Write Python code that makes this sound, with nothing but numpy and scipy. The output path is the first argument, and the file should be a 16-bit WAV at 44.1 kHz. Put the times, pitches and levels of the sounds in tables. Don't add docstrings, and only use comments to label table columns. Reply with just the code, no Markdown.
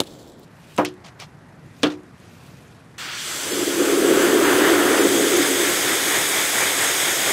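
import sys
import numpy as np
from scipy import signal
from scipy.io import wavfile
from scipy.ndimage import uniform_filter1d

SR = 44100
rng = np.random.default_rng(int(sys.argv[2]) if len(sys.argv) > 2 else 0)


def wrap_up_sound(samples):
    columns = np.atleast_2d(samples).T
    tamed = np.clip(columns, -1, 1)
    steps = np.round(tamed * 32767).astype(np.int16)
    wavfile.write(sys.argv[1], SR, steps)


def amplitude_ratio(level_db):
    exponent = np.asarray(level_db, float) / 20
    return 10 ** exponent


N = 323023

PEEL_START_S, PEEL_END_S = 0.062, 0.45
OPEN_S, SAG_S = 2.98, 3.1
TURN_S = 5.06


def evened(x):
    return x / np.sqrt(np.mean(x ** 2) + 1e-20)


def curves(rows, t):
    s, *columns = np.transpose(rows)
    return [np.interp(t, s, column) for column in columns]


def passage(t, s, takes_s):
    return 0.5 + 0.5 * np.tanh((t - s) / takes_s)


def swells(rows, t):
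    power = 1e-12
    for s, db, rise, fall in rows:
        drop_db = np.where(t < s, rise * (s - t), fall * (t - s))
        power = power + amplitude_ratio(2 * (db - drop_db))
    return 10 * np.log10(power)


def add(mix, s, sound):
    part = mix[max(round(s * SR), 0):][:len(sound)]
    part += sound[:len(part)]


def high(x, hz):
    return signal.sosfilt(signal.butter(4, hz, "high", fs=SR, output="sos"), x)


def resonate(x, hz, width_hz):
    pole = np.exp((-np.pi * width_hz + 2j * np.pi * hz) / SR)
    return 2 * signal.lfilter([1 - abs(pole)], [1, -pole], x).real


def frame_grid(size):
    t = np.arange(4 * N // size + 5) * size / 4 / SR
    return t[None], np.fft.rfftfreq(size, 1 / SR)[:, None]


def band(points, hz, lo_hz, hi_hz):
    f, level = np.transpose(points)
    db = np.interp(np.log(hz + 1), np.log(f + 1), level)
    inside = (hz > lo_hz) & (hz < hi_hz)
    return db - 10 * np.log10(np.sum(amplitude_ratio(2 * db)[inside]))


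def noise(field_db, patchy_db, flicker_db, gate=0.84):
    bins, frames = field_db.shape
    size = 2 * bins - 2
    drive = np.pad(gate * rng.standard_normal(N), (0, 2 * size))
    z = signal.stft(drive, nperseg=size, noverlap=3 * size // 4)[2][:, :frames]
    patches = uniform_filter1d(rng.standard_normal((frames, bins)).T, size=9, axis=0)
    patches = evened(uniform_filter1d(patches, size=16, axis=1))
    flicker = evened(uniform_filter1d(rng.standard_normal(frames), size=5))
    z = z * amplitude_ratio(field_db + patchy_db * patches + flicker_db * flicker)
    return signal.istft(z, nperseg=size, noverlap=3 * size // 4)[1][:N] * np.sqrt(bins)


def crackle(per_s, spread_db, puff_s):
    size = amplitude_ratio(spread_db * np.minimum(rng.exponential(1, N), 4))
    puffs = size * (rng.random(N) < per_s / SR)
    decay = np.exp(-np.arange(600) / SR / puff_s)
    return evened(np.convolve(puffs, decay)[:N])


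# freq_hz, level_db_per_hz
HUM_SPECTRUM = [(18, -62.5), (30, -41), (79, -14), (105, -9.5), (156, 0), (187, -14), (263, -12.5),
                (379, -18.5), (1910, -25.5), (3320, -47.5), (13600, -69), (15500, -60.5)]
# freq_hz, level_db_per_hz
RUSTLE_SPECTRUM = [(880, -31), (1500, -31), (2400, -5.5), (2980, -9.5), (8050, -17), (13800, -22.5),
                   (15700, -25)]
# peak_s, level_db, rise_db_per_s, fall_db_per_s
RUSTLE_SWELLS = [(.06, -59, 300, 45), (.77, -53, 53, 150), (.5, -66.5, 60, -1), (1.1, -74, 28, 60),
                 (1.29, -67, 40, 200), (1.83, -56.5, 70, 170), (2.22, -60, 170, 15), (2.46, -59, 40, 44),
                 (2.62, -62.5, 60, 40)]


def yard():
    t, hz = frame_grid(1024)
    hum_db = -45.5 - 6.5 * (t < PEEL_END_S)
    hum = noise(band(HUM_SPECTRUM, hz, 100, 1000) + hum_db, 1.1, 0.4)
    t, hz = frame_grid(256)
    rustle_db = band(RUSTLE_SPECTRUM, hz, 3000, 10000) + swells(RUSTLE_SWELLS, t)
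    grains = 0.9 + 0.1 * crackle(40, 2.5, 0.001)
    return hum + noise(rustle_db, 1.2, 0.8, grains)


# freq_hz, level_db, t60_s
DOOR_MODES = [(164, -17, 0.32), (213, -17.5, 0.23), (269, -8, 0.25), (300.4, -0.5, 0.37), (365, -5.5, 0.47),
              (445, -1.5, 0.071), (466.4, -10, 0.35), (520, -9, 0.22), (627, -26, .13), (1020, -31, .09)]
# start_s, level_db, thud_over_ring_db, thud_hz, ring_length_factor
DOOR_BLOWS = [(.0025, -9, 8, 540, 0.067), (0.0136, -16.5, -2, 420, 0.23), (.783, -11.5, 1.5, 990, 0.7),
              (.788, -4.5, -1, 665, 0.79), (.798, -11, -17, 910, 0.44), (1.833, -6.5, -2.5, 1340, 0.71),
              (1.837, -8.5, -6, 594, 0.97), (1.851, -7.5, -22, 900, 0.68)]


def knocks():
    out, t = np.zeros(N), np.arange(SR // 2) / SR
    for s, db, thud_db, thud_hz, length in DOOR_BLOWS:
        modes = 0
        for hz, mode_db, t60_s in DOOR_MODES:
            modes = modes + amplitude_ratio(mode_db - 60 * t / (t60_s * length)) * np.sin(2 * np.pi * hz * t)
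        rattle = evened(resonate(rng.standard_normal(len(t)), 0, 40))
        modes = modes * (1 + 0.24 * rattle)
        hit = rng.standard_normal(len(t)) + 9 * (t == t[20])
        thud = evened(resonate(resonate(hit, thud_hz, 480), thud_hz, 1100))
        thud = thud * amplitude_ratio(thud_db - 60 * t / (0.22 * length))
        onset = np.minimum(t / 0.0012, 1)
        add(out, s, amplitude_ratio(db - 8.5) * (modes + thud) * onset)
    return high(out, 103)


# start_s, level_db, ring_hz, t60_s, crack_over_ring_db
CLIP_POPS = [(.0029, 0, 3800, 0.015, -8), (.0027, -8, 7750, 0.012, -12), (.0046, -16, 3450, 0.059, -1),
             (0.035, -34, 4000, .044, 3), (.069, -36, 3500, .04, -3), (.396, -35, 13500, .015, -8),
             (.764, -36, 8000, 0.036, 4), (.782, -9, 2530, .029, -9.5), (.849, -6, 2350, 0.023, -8),
             (1.2, -26, 5200, 0.03, -7), (1.8325, -19, 8500, 0.023, -3), (1.921, -39, 5950, .03, -12)]
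# start_s, level_db, ring_hz, t60_s, crack_over_ring_db
STRIP_SLAPS = [(.778, -16, 1300, 0.031, 0.5), (.789, -15, 1800, 0.067, -15), (0.853, -23, 3060, 0.11, 6.5),
               (1.824, -32, 5000, .03, -2), (1.8321, 0, 2930, .014, -2), (1.838, -4.5, 3000, .031, -2.5),
               (1.845, -12, 2930, 0.13, -14), (1.869, -19.5, 4000, .06, -15), (1.9, -30.5, 3500, 0.12, -8)]
# start_s, level_db
GLUE_TICKS = [(.888, -42), (.925, -54), (.94, -51), (1.998, -57), (2.034, -53), (2.2, -49)]


def snaps():
    out, t = np.zeros(N), np.arange(SR // 4) / SR
    clip_dull_hz, slap_dull_hz = 12000, 5740
    rows = [(*row, clip_dull_hz) for row in CLIP_POPS]
    rows += [(*row, slap_dull_hz) for row in STRIP_SLAPS]
    rows += [(*row, 7000, 0.022, 5, clip_dull_hz) for row in GLUE_TICKS]  # ring_hz, t60_s, crack_db
    for s, db, hz, t60_s, crack_db, dull_hz in rows:
        air = rng.standard_normal(len(t)) + amplitude_ratio(15) * (t == t[8])
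        crack = signal.sosfilt(signal.butter(3, [1200, dull_hz], "band", fs=SR, output="sos"), air)
        ring = resonate(resonate(air, hz, 0.32 * hz), hz, 0.36 * hz)
        decay = amplitude_ratio(-60 * t / t60_s) + amplitude_ratio(-60 - 60 * t / 0.17)
        add(out, s, amplitude_ratio(db - 12) * (evened(ring) + amplitude_ratio(crack_db) * evened(crack)) * decay)
    return out


# freq_hz, level_db_per_hz
GLUE_SPECTRUM = [(1180, -51), (2000, -21), (2750, -23), (2970, -3), (3440, -0.5), (4820, -5), (6800, -10),
                 (7480, -4), (8300, -12), (13200, -17), (15700, -18)]
# freq_hz, level_db_per_hz
SCUFF_SPECTRUM = [(260, -31), (450, -1), (586, -2.5), (1120, -1), (1690, -7), (2070, -3), (5700, -9.5),
                  (15000, -34.5)]
# start_s, length_s, level_db
SCUFF_STROKES = [(1.046, 0.035, -44), (1.2, 0.031, -38.5), (1.854, 0.012, -38), (1.903, 0.031, -46)]


def peel():
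    t, hz = frame_grid(256)
    now = np.arange(N) / SR
    tear_db, last_tug_db = -48, -53
    tear_db = swells([(PEEL_START_S, tear_db, 340, 26), (PEEL_END_S, last_tug_db, 120, 0)], t)
    threads = 0.31 + 0.34 * crackle(320, 3.0, 0.003)
    tear = noise(band(GLUE_SPECTRUM, hz, 3000, 10000) + tear_db, 1.2, 0.6, threads)
    shudder = evened(resonate(resonate(rng.standard_normal(N), 250, 350), 350, 600))
    tear += amplitude_ratio(-43 - 10 * now) * shudder
    rub = noise(band(SCUFF_SPECTRUM, hz, 2000, 9000) + 0 * t, 0.94, 1.8)
    strokes = 0
    for s, length_s, db in SCUFF_STROKES:
        rise_db = 2500 * np.maximum(s - now, 0)
        fall_db = 600 * np.maximum(now - s - length_s, 0)
        strokes = strokes + amplitude_ratio(db - rise_db - fall_db)
    return tear * (1 - passage(now, PEEL_END_S, 0.004)) + strokes * rub


def pressure(t):
    drain = np.clip(0.31 + 0.63 * (t - OPEN_S) / (SAG_S - OPEN_S), 0, 1)
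    after_s = np.maximum(t - SAG_S, 0)
    return drain * np.exp(-after_s / 0.074), np.exp(-after_s / 0.59)


# peak_s, swell_db
WRIST_WAGS = [(3.12, 4.5), (3.27, 1.5), (3.47, 2), (3.58, 2), (3.89, 3.5), (4.11, 2), (4.23, 3.5),
              (4.49, 3.5), (4.68, 3.5), (4.86, 2), (4.97, 2.5), (5.43, 3.5), (5.68, 3.5), (5.9, 4),
              (6.15, 5), (6.38, 4), (6.62, 5.5), (6.845, 5), (7.07, 3.5), (7.31, 5.5)]


def wags(t):
    half_width_s = 0.053
    return sum(db * np.exp(-0.5 * ((t - s) / half_width_s) ** 2) for s, db in WRIST_WAGS)


# time_s, lag_ms, phase_slip_turns
GROUND_LAG = [(2.97, .69, .12), (3.5, .667, .12), (4.5, .652, .11), (5.2, .645, .16), (6., .642, .22),
              (7.33, .634, .23)]


def echo_comb_db(t, hz):
    settle = pressure(t)[1]
    lag_ms, slip = curves(GROUND_LAG, t)
    ground = 0.25 + (0.15 - 0.25) * settle
    sill = 0.09 * np.exp(-0.5 * ((t - 3.36) / 0.6) ** 2)
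    sill_ms, sill_turns = 0.343, -0.28
    echo = ground * np.exp(-2j * np.pi * (hz * lag_ms / 1000 - slip))
    echo = echo + sill * np.exp(-2j * np.pi * (hz * sill_ms / 1000 - sill_turns))
    scatter = 1 + (hz / 13000) ** 4
    return 20 * np.log10(abs(1 + echo / scatter))


# freq_hz, level_db_per_hz
HISS_SPECTRUM = [(300, -24), (1200, -24), (2200, -8), (2750, -8.5), (3400, -4.5), (4400, -10.5),
                 (5500, -9.5), (6500, -6), (8200, -5), (10500, -11), (12500, -10), (14200, -14.5),
                 (15000, -15), (15800, -17.5)]


def hiss(t, hz):
    sag, settle = pressure(t)
    turned = passage(t, TURN_S, 0.068)
    level_db = -27.5 - 4 * sag - 1.5 * settle + 3.5 * turned + 0.2 * wags(t)
    tilt_db = -0.4 - 15 * sag - 6.5 * settle - 1.17 * turned
    tilt_db = tilt_db * np.log2(np.maximum(hz / 5000, 1))
    return noise(band(HISS_SPECTRUM, hz, 3460, 8210) + level_db + tilt_db + echo_comb_db(t, hz), 0.9, 0.18)


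# freq_hz, level_db_per_hz
SQUARE_SPECTRUM = [(30, -50), (70, -3.5), (180, -12), (450, 4.5), (850, 5), (1400, 3), (2100, -7),
                   (3000, -7.5), (6000, -19)]
# freq_hz, level_db_per_hz
GLANCING_SPECTRUM = [(30, -55), (70, -20), (180, -16.5), (450, -6), (850, -5.5), (1300, -2), (2300, -2.5),
                     (2750, -9), (6000, -33.5)]
# time_s, splash_db, drum_db
WAND_PATH = [(2.98, -32.5, -53), (3.2, -38.5, -52.5), (3.44, -35.5, -39), (3.52, -35, -26),
             (3.75, -30.5, -25), (3.85, -30.5, -20), (4.15, -26, -16), (4.7, -21.5, -18),
             (5.1, -25.5, -16.5), (5.45, -27.5, -23.5), (6.0, -28, -31.5), (6.6, -28, -37.5),
             (7.32, -28, -38)]


def splash(t, hz):
    turned = passage(t, TURN_S, 0.068)
    aim = np.clip(0.45 + (0.91 - 0.45) * passage(t, TURN_S + 0.13, 0.16), 0, 1)
    colour_db = (1 - aim) * band(SQUARE_SPECTRUM, hz, 900, 2200)
    colour_db = colour_db + aim * band(GLANCING_SPECTRUM, hz, 900, 2190)
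    body_db = -13 * (1 - passage(t, 3.25, 0.044)) - 1.03 + 2 * turned
    body_db = body_db / (1 + (hz / 950) ** 4)
    level_db = curves(WAND_PATH, t)[0] + wags(t)
    return noise(colour_db + body_db + level_db + echo_comb_db(t, hz), 0.7, 0.3)


# freq_hz, width_hz, level_db
DRUM_MODES = [(211, 52, -14), (282.7, 26, -2.5), (343.3, 50, 1.1), (401.5, 50, -1), (462.4, 65, -6.5),
              (540, 59, -9), (668, 117, -15)]


def drumming(t):
    drops, drum = rng.standard_normal(N), 0
    for k, (hz, width_hz, db) in enumerate(DRUM_MODES):
        mode = evened(resonate(resonate(drops, hz, width_hz), hz, 2.06 * width_hz))
        drum = drum + (-1) ** k * amplitude_ratio(db) * mode
    level_db = curves(WAND_PATH, t)[1] + 0.32 * wags(t)
    level_db = np.interp(np.arange(N) / SR, t[0], level_db[0])
    level_db += 1.5 * evened(resonate(rng.standard_normal(N), 0, 25))
    return amplitude_ratio(level_db) * evened(drum)


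def jet():
    t, hz = frame_grid(512)
    open_for_s = np.arange(N) / SR - OPEN_S
    valve = np.clip(open_for_s / 0.0018, 0, 1)
    valve = valve * (1 - 0.43 * np.exp(-np.maximum(open_for_s, 0) / 0.014))
    return valve * high(hiss(t, hz) + splash(t, hz) + drumming(t), 65)


def scene():
    return np.tile(yard() + knocks() + snaps() + peel() + jet(), (2, 1))


def low_pass(x):
    return signal.sosfilt(signal.butter(12, 17090, fs=SR, output="sos"), x)


def record(dry):
    cut = high(0.95 * np.tanh(dry / 0.95), 35)
    lowpass = signal.firwin(801, 15730, window=("kaiser", 10), fs=SR)
    cut = signal.oaconvolve(cut, lowpass[None], "same")
    hz, t, z = signal.stft(cut, SR, nperseg=1024)
    top = hz > 12850
    top_power = uniform_filter1d(abs(z[0, top]) ** 2, size=24, axis=0)
    z[:, top] *= uniform_filter1d(top_power, size=3) > amplitude_ratio(2 * -92.3)
    for when, where in rng.random((13, 2)):
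        lo_hz = 4800 + where * (12500 - 4800)
        s = SAG_S + when * (t[-1] - SAG_S)
        cell = ((hz > lo_hz) & (hz < 1.15 * lo_hz))[:, None] & (abs(t - s) < 0.02)
        z[1] *= np.where(cell, np.exp(2j * np.pi * rng.random(cell.shape)), 1)
    mix = signal.istft(z, SR, nperseg=1024)[1][:, :N]
    return low_pass(mix)


dry = scene()
out = record(dry)
wrap_up_sound(out)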